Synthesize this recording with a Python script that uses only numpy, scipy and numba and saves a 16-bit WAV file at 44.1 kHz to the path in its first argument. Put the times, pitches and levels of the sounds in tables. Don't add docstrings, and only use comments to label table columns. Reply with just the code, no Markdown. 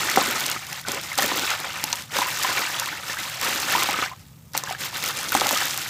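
import sys
import numpy as np
from scipy import signal
from scipy.fft import rfft, irfft, next_fast_len
from scipy.io import wavfile
from scipy.ndimage import uniform_filter1d
from numba import njit

SR = 44100
rng = np.random.default_rng(int(sys.argv[2]) if len(sys.argv) > 2 else 0)


def master(y):
    cut = np.clip(np.atleast_2d(y).T, -1, 1)
    pcm = np.round(cut * 32767)
    wavfile.write(sys.argv[1], SR, pcm.astype(np.int16))


N = 259749


def gain_of(db):
    return 10 ** (np.asarray(db) / 20)


def unit_rms(x):
    return x / np.sqrt(np.mean(x ** 2) + 1e-20)


def db_at(spectrum, hz):
    freq_hz, level_db = np.transpose(spectrum)
    return np.interp(np.log(hz + 1), np.log(freq_hz + 1), level_db)


def add(mix, start_s, sound):
    part = mix[round(start_s * SR):][:len(sound)]
    part += sound[:len(part)]


def coloured(x, spectrum):
    size = next_fast_len(N)
    response = gain_of(db_at(spectrum, np.fft.rfftfreq(size, 1 / SR)))
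    return irfft(rfft(x, size) * response, size)[:N]


@njit
def ring(onset, gain, hz, t60_s, glide, attack_cycles):
    out = np.zeros(N)
    for k in range(len(onset)):
        step = np.exp((2j * np.pi * hz[k] - np.log(1000) / t60_s[k]) / SR)
        chirp = np.exp(4j * np.pi * glide * hz[k] / t60_s[k] / SR ** 2)
        mute_decay = np.exp(-hz[k] / SR / attack_cycles)
        phasor, mute = gain[k] + 0j, 1.
        for n in range(onset[k], min(onset[k] + int(t60_s[k] * SR * .7), N)):
            out[n] += phasor.imag * (1 - mute)
            phasor *= step
            step *= chirp
            mute *= mute_decay
    return out


def grains(spectrum, count, spread_db, clump_db, clump_s, t60_cycles, glide, attack_cycles):
    swell = unit_rms(uniform_filter1d(rng.standard_normal(N), max(int(clump_s * SR), 2)))
    when, pitch, chance, life, sign = rng.random((count, 5)).T
    onset = (when * N).astype(int)
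    low_hz, high_hz = spectrum[0][0], spectrum[-1][0]
    hz = low_hz * (high_hz / low_hz) ** pitch
    excess_db = spread_db * np.minimum(-np.log(chance + 1e-9), 5.5)
    gain = np.sign(sign - .5) * gain_of(db_at(spectrum, hz) + excess_db + clump_db * swell[onset])
    t60_s = t60_cycles * (.5 + life) / hz
    return unit_rms(ring(onset, gain, hz, t60_s, glide, attack_cycles))


def scattered(flow_db, over_db, low_hz, high_hz, spread_db, count):
    when, size, pitch = rng.random((count, 3)).T
    level_db = flow_db[(when * N).astype(int)] + over_db + spread_db * (size - .5)
    return np.column_stack([when * N / SR, level_db, low_hz * (high_hz / low_hz) ** pitch])


# start_s, rise_s, hold_s, water_db, dry_db, coarse_db
HANDFULS = [(-.03, 0.034, 0.15, -25, -27.5, -38.5), (0.129, 0.041, .36, -25, -27.5, -34.5),
            (0.529, .04, 0.082, -37.5, -37.5, -64), (0.629, 0.069, 0.099, -35, -36, -54.5),
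            (0.843, 0.035, 0.1, -28, -34.5, -38), (.99, .04, 0.2, -34.5, -35, -54),
            (1.169, 0.0092, 0.28, -25, -27, -31.5), (1.429, 0.072, 0.038, -23, -30, -54),
            (1.53, 0.077, 0.26, -30, -36.5, -47.5), (1.824, 0.049, .14, -36, -34, -49.5),
            (2.073, 0.086, 0.064, -24, -27, -39), (2.2, 0.088, 0.14, -28.5, -29.5, -48.5),
            (2.353, 0.086, 0.15, -25.5, -28.5, -39.5), (2.497, 0.087, .3, -27, -31, -45.5),
            (2.846, .07, 0.13, -33.5, -39, -49.5), (3.002, 0.081, 0.054, -31, -32, -51),
            (3.13, 0.071, .21, -31.5, -32.5, -54), (3.376, 0.056, 0.4, -26, -26, -38),
            (3.653, 0.058, 0.22, -23, -28, -34), (3.912, 0.083, 0.043, -24.5, -33, -42),
            (4.116, 0.049, 0.069, -59, -54, -66), (4.528, 0.019, 0.041, -31, -35.5, -42),
            (4.6, 0.087, 0.035, -32, -38, -48), (4.751, 0.064, 0.045, -31, -30, -47.5),
            (4.879, 0.067, 0.063, -31.5, -32.5, -47), (5.001, 0.036, 0.063, -29.5, -28, -39),
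            (5.093, 0.079, 0.13, -32.5, -31.5, -42), (5.285, 0.049, 0.16, -25.5, -27.5, -34),
            (5.431, 0.089, 0.14, -24.5, -25, -37), (5.64, 0.046, 0.2, -33, -29.5, -43.5)]


def handful_flow(layer, floor_db, sag_db_per_s, stop_db_per_s):
    column = ("water", "dry", "coarse").index(layer)
    t = np.arange(0, N, 32) / SR
    power = gain_of(2 * floor_db)
    for start_s, rise_s, hold_s, *levels_db in HANDFULS:
        since_peak_s = t - start_s - rise_s
        swell = np.clip(1 + since_peak_s / rise_s, 0, 1) ** 4
        sag_db = sag_db_per_s * np.maximum(since_peak_s, 0)
        stop_db = stop_db_per_s * np.maximum(since_peak_s - hold_s, 0)
        power = power + swell * gain_of(2 * (levels_db[column] - sag_db - stop_db))
    return np.interp(np.arange(N) / SR, t, 10 * np.log10(power))


# pitch_hz, level_db
FIZZ_SPECTRUM = [(500, -21), (900, -2), (1400, 3.5), (2200, 5.5), (3500, 5.5), (5500, 2.5), (8000, 2)]
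# pitch_hz, level_db
GRIT_SPECTRUM = [(1500, -8), (3000, 1), (5000, 5), (7500, 7), (11000, 8), (15500, 4)]
# pitch_hz, level_db
GURGLE_SPECTRUM = [(150, -14.5), (230, -2), (350, 3), (650, 0.5)]


def pour(water_db, dry_db, coarse_db):
    fizz = grains(FIZZ_SPECTRUM, count=20000, spread_db=2.5, clump_db=1.5, clump_s=.012,
                  t60_cycles=28.6, glide=.2, attack_cycles=.3)
    grit = grains(GRIT_SPECTRUM, count=100000, spread_db=3.5, clump_db=1.6, clump_s=.0072,
                  t60_cycles=7.8, glide=0., attack_cycles=.24)
    gurgle = grains(GURGLE_SPECTRUM, count=5000, spread_db=2., clump_db=2.9, clump_s=.027,
                    t60_cycles=10.2, glide=.059, attack_cycles=.21)
    gurgle_gain = np.sqrt(gain_of(2 * coarse_db) + churn_power())
    return gain_of(-1) * (gain_of(water_db) * fizz + gain_of(dry_db) * grit + gurgle_gain * gurgle)


# pitch_hz, width_hz, level_db
BASIN_MODES = [(342, 91, -8), (550, 71, 0), (764, 54, -3.5), (1023, 47, -20), (1293, 28, -6.5)]


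def basin(x, tail_db=-17., tail_t60_s=.06):
    t = np.arange(6000) / SR
    tail = rng.standard_normal(len(t)) * gain_of(-60 * t / tail_t60_s)
    response = gain_of(tail_db) * unit_rms(tail) / np.sqrt(len(t))
    response[0] = 1
    for pitch_hz, width_hz, level_db in BASIN_MODES:
        mode = np.exp(-np.pi * width_hz * t) * np.cos(2 * np.pi * pitch_hz * t)
        response += gain_of(level_db) * 2 * np.pi * width_hz / SR * mode
    return signal.oaconvolve(x, response)[:N]


# freq_hz, relative_density_db
BACKGROUND_SPECTRUM = [(40, -21), (90, -1), (140, 3.5), (280, -15), (380, -26), (1300, -25), (2500, -69.5),
                       (8000, -31), (15000, -34)]


def background(rms_db=-45.5):
    return gain_of(rms_db) * unit_rms(coloured(rng.standard_normal(N), BACKGROUND_SPECTRUM))


# start_s, peak_db, pitch_hz, debris_t60_s
GRAIN_CRACKS = [(0.0988, -8, 5250, 0.004), (0.161, -4, 7120, 0.004), (0.2105, -8, 3890, 0.004),
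                (0.4071, -7, 8640, 0.004), (0.4641, -2, 5420, 0.004), (0.4991, -6, 8930, 0.004),
                (0.515, -7, 5980, 0.009), (0.8143, -16, 9440, 0.004), (0.8849, -7, 5630, 0.004),
                (0.9186, -6, 5510, 0.004), (0.9467, -11, 5490, 0.004), (1.0133, -15, 6500, 0.004),
                (1.1786, -6, 6260, 0.004), (1.1873, -5, 5000, 0.004), (1.2311, -7, 5240, 0.004),
                (1.2611, -7, 11280, 0.004), (1.3732, -10, 7380, 0.004), (1.4656, -12, 11000, 0.004),
                (1.6015, -13, 6130, 0.004), (1.8402, -5, 7210, 0.004), (1.9284, -4, 4860, 0.014),
                (1.9561, -13, 5400, 0.004), (2.1682, -10, 3270, 0.004), (2.2845, -12, 11150, 0.004),
                (2.4271, -8, 7090, 0.004), (2.7979, -6, 7080, 0.009), (2.8593, -12, 5370, 0.004),
                (3.4141, -10, 7350, 0.004), (3.6008, -9, 6450, 0.004), (3.8295, -5, 4500, 0.004),
                (4.5349, -20, 6480, 0.004), (4.5504, -14, 3600, 0.004), (4.5685, -12, 7250, 0.004),
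                (4.5768, -3, 6840, 0.004), (4.6374, -12, 5230, 0.004), (4.7, -17, 4500, 0.006),
                (4.725, -16, 5700, 0.009), (4.9714, -13, 9040, 0.004), (5.0784, -10, 6800, 0.004),
                (5.0878, -7, 10040, 0.004), (5.1892, -10, 5510, 0.004), (5.2922, -9, 5780, 0.004),
                (5.3211, -6, 10640, 0.004), (5.3433, -6, 5380, 0.004), (5.3505, -6, 9010, 0.004),
                (5.3987, -7, 3550, 0.004), (5.4102, -6, 2850, 0.004), (5.4692, -5, 6420, 0.004),
                (5.4912, -5, 5790, 0.004), (5.5271, -7, 7990, 0.004), (5.6549, -9, 9740, 0.004),
                (5.7764, -7, 7730, 0.004)]


def cracks(dry_db, echo_s=.0021, echo_db=-8.5, debris_db=-11, small_t60_s=.004):
    out, t = np.zeros(N), np.arange(800) / SR
    small = scattered(dry_db, over_db=15., low_hz=3460, high_hz=12500, spread_db=13., count=130)
    for start_s, peak_db, pitch_hz, t60_s in GRAIN_CRACKS + [(*row, small_t60_s) for row in small]:
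        force = rng.standard_normal(len(t)) * gain_of(debris_db - 60 * t / t60_s)
        force[0] = 1
        span = 1.35 + .0025 / t60_s
        band = signal.butter(2, [pitch_hz / span, min(pitch_hz * span, SR * .45)], "band", fs=SR)
        burst = signal.lfilter(*band, force)
        add(out, start_s, gain_of(peak_db) * burst / abs(burst).max())
    return out + gain_of(echo_db) * np.roll(out, round(echo_s * SR))


# start_s, level_db, pitch_hz, t60_s, slap_relative_db; the row at 0.176 s is no lump
# of its own but a low 514 Hz ring under the first plop
LUMP_PLOPS = [(0.173, -8.5, 764, 0.053, 13), (0.176, -15, 514, 0.05, -12), (0.215, -8.5, 1030, 0.026, 2),
              (0.358, -18, 1265, 0.033, 2), (0.562, -20, 1250, 0.033, 6), (0.85, -24, 1480, 0.032, -4),
              (0.883, -26, 740, 0.04, 14), (1.117, -17.5, 2090, 0.029, -16), (1.187, -12, 786, 0.037, 7.5),
              (1.223, -10, 1720, 0.021, 3), (1.317, -12, 970, 0.026, 5.5), (1.838, -22, 850, 0.046, 5),
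              (1.93, -19, 933, 0.051, 0), (2.159, -18, 545, 0.037, -13), (2.187, -7, 940, 0.013, 0),
              (2.217, -10, 972, 0.044, -16), (2.259, -19.5, 1000, 0.069, -6),
              (2.446, -10.5, 1013, 0.043, -5), (2.497, -10.5, 1030, 0.022, -1),
              (2.558, -22, 1250, 0.047, -2), (2.672, -19, 1580, 0.037, -7), (2.748, -23, 1240, 0.042, -12),
              (2.819, -17.5, 926, 0.038, -14), (3.097, -19, 1750, 0.034, 0), (3.17, -18, 1610, 0.031, -12),
              (3.187, -23, 2030, 0.051, 0), (3.751, -2, 955, 0.025, -21), (3.822, -14.5, 1025, 0.048, 7),
              (3.888, -14, 804, 0.038, 0), (3.94, -15, 1260, 0.036, 4), (3.988, -17, 1280, 0.038, -1),
              (4.024, -17, 1270, 0.033, 10.5), (4.059, -21, 1566, 0.042, -4),
              (4.114, -25.5, 1022, 0.065, -13), (4.55, -16.5, 855, 0.024, 7),
              (4.636, -18.5, 1010, 0.024, 3), (4.673, -21, 1640, 0.034, -6), (4.693, -22, 900, 0.033, -1),
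              (4.709, -18, 734, 0.034, 2), (4.748, -21, 1630, 0.027, -5), (5.321, -13, 1460, 0.022, -2),
              (5.35, -6, 796, 0.025, 7.5), (5.416, -10, 830, 0.021, 7), (5.459, -15, 830, 0.042, -5),
              (5.509, -12, 890, 0.021, 5), (5.529, -12.5, 573, 0.024, -9), (5.562, -17, 1237, 0.045, -12)]


def plops(water_db, slap_hz=1145., slap_t60_s=.0052, slap_delay_s=.0009,
          small_t60_s=.02, small_slap_db=-3.):
    small = scattered(water_db, over_db=6.5, low_hz=920, high_hz=1856, spread_db=10., count=60)
    rows = LUMP_PLOPS + [(*row, small_t60_s, small_slap_db) for row in small]
    start_s, level_db, pitch_hz, t60_s, slap_relative_db = np.transpose(rows)
    onset, each = (start_s * SR).astype(int), np.ones(len(rows))
    slaps = ring(onset + round(slap_delay_s * SR), -gain_of(level_db + slap_relative_db),
                 slap_hz * each, slap_t60_s * each, glide=0., attack_cycles=.33)
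    bubbles = ring(onset, gain_of(level_db), pitch_hz, t60_s, glide=.032, attack_cycles=1.)
    for lag, detune in rng.random((len(rows), 3, 2)).transpose(1, 2, 0):
        late_onset = onset + (lag * .025 * SR).astype(int)
        bubbles += ring(late_onset, gain_of(level_db - 10), pitch_hz * (.7 + 1.2 * detune),
                        .59 * t60_s, glide=.037, attack_cycles=.45)
    return slaps + bubbles


def churn_power(over_slap_db=-20.5, t60_s=.057):
    kicks = np.zeros(N)
    for start_s, level_db, _, _, slap_relative_db in LUMP_PLOPS:
        add(kicks, start_s, gain_of([2 * (level_db + slap_relative_db + over_slap_db)]))
    decay = gain_of(-2 * 60 / t60_s / SR)
    return signal.lfilter([1], [1, -decay], kicks)


def scene():
    water_db = handful_flow("water", floor_db=-65.5, sag_db_per_s=9.5, stop_db_per_s=207)
    dry_db = handful_flow("dry", floor_db=-57.5, sag_db_per_s=12.5, stop_db_per_s=191)
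    coarse_db = handful_flow("coarse", floor_db=-65, sag_db_per_s=21, stop_db_per_s=207)
    crumbling = pour(water_db, dry_db, coarse_db) + plops(water_db) + cracks(dry_db)
    return (basin(crumbling) + background())[None]


# freq_hz, gain_db
MICROPHONE_RESPONSE = [(20, -33), (60, -1), (100, -3), (7000, 0), (9700, -5), (13200, 0.5), (15000, 4),
                       (15900, -27)]


def record(dry):
    heard = coloured(dry[0], MICROPHONE_RESPONSE)
    cutoff_hz = 15900
    lowpass = signal.firwin(511, cutoff_hz, window=("kaiser", 9), fs=SR)
    return signal.oaconvolve(heard, lowpass, "same")[None]


dry = scene()
out = record(dry)
master(out)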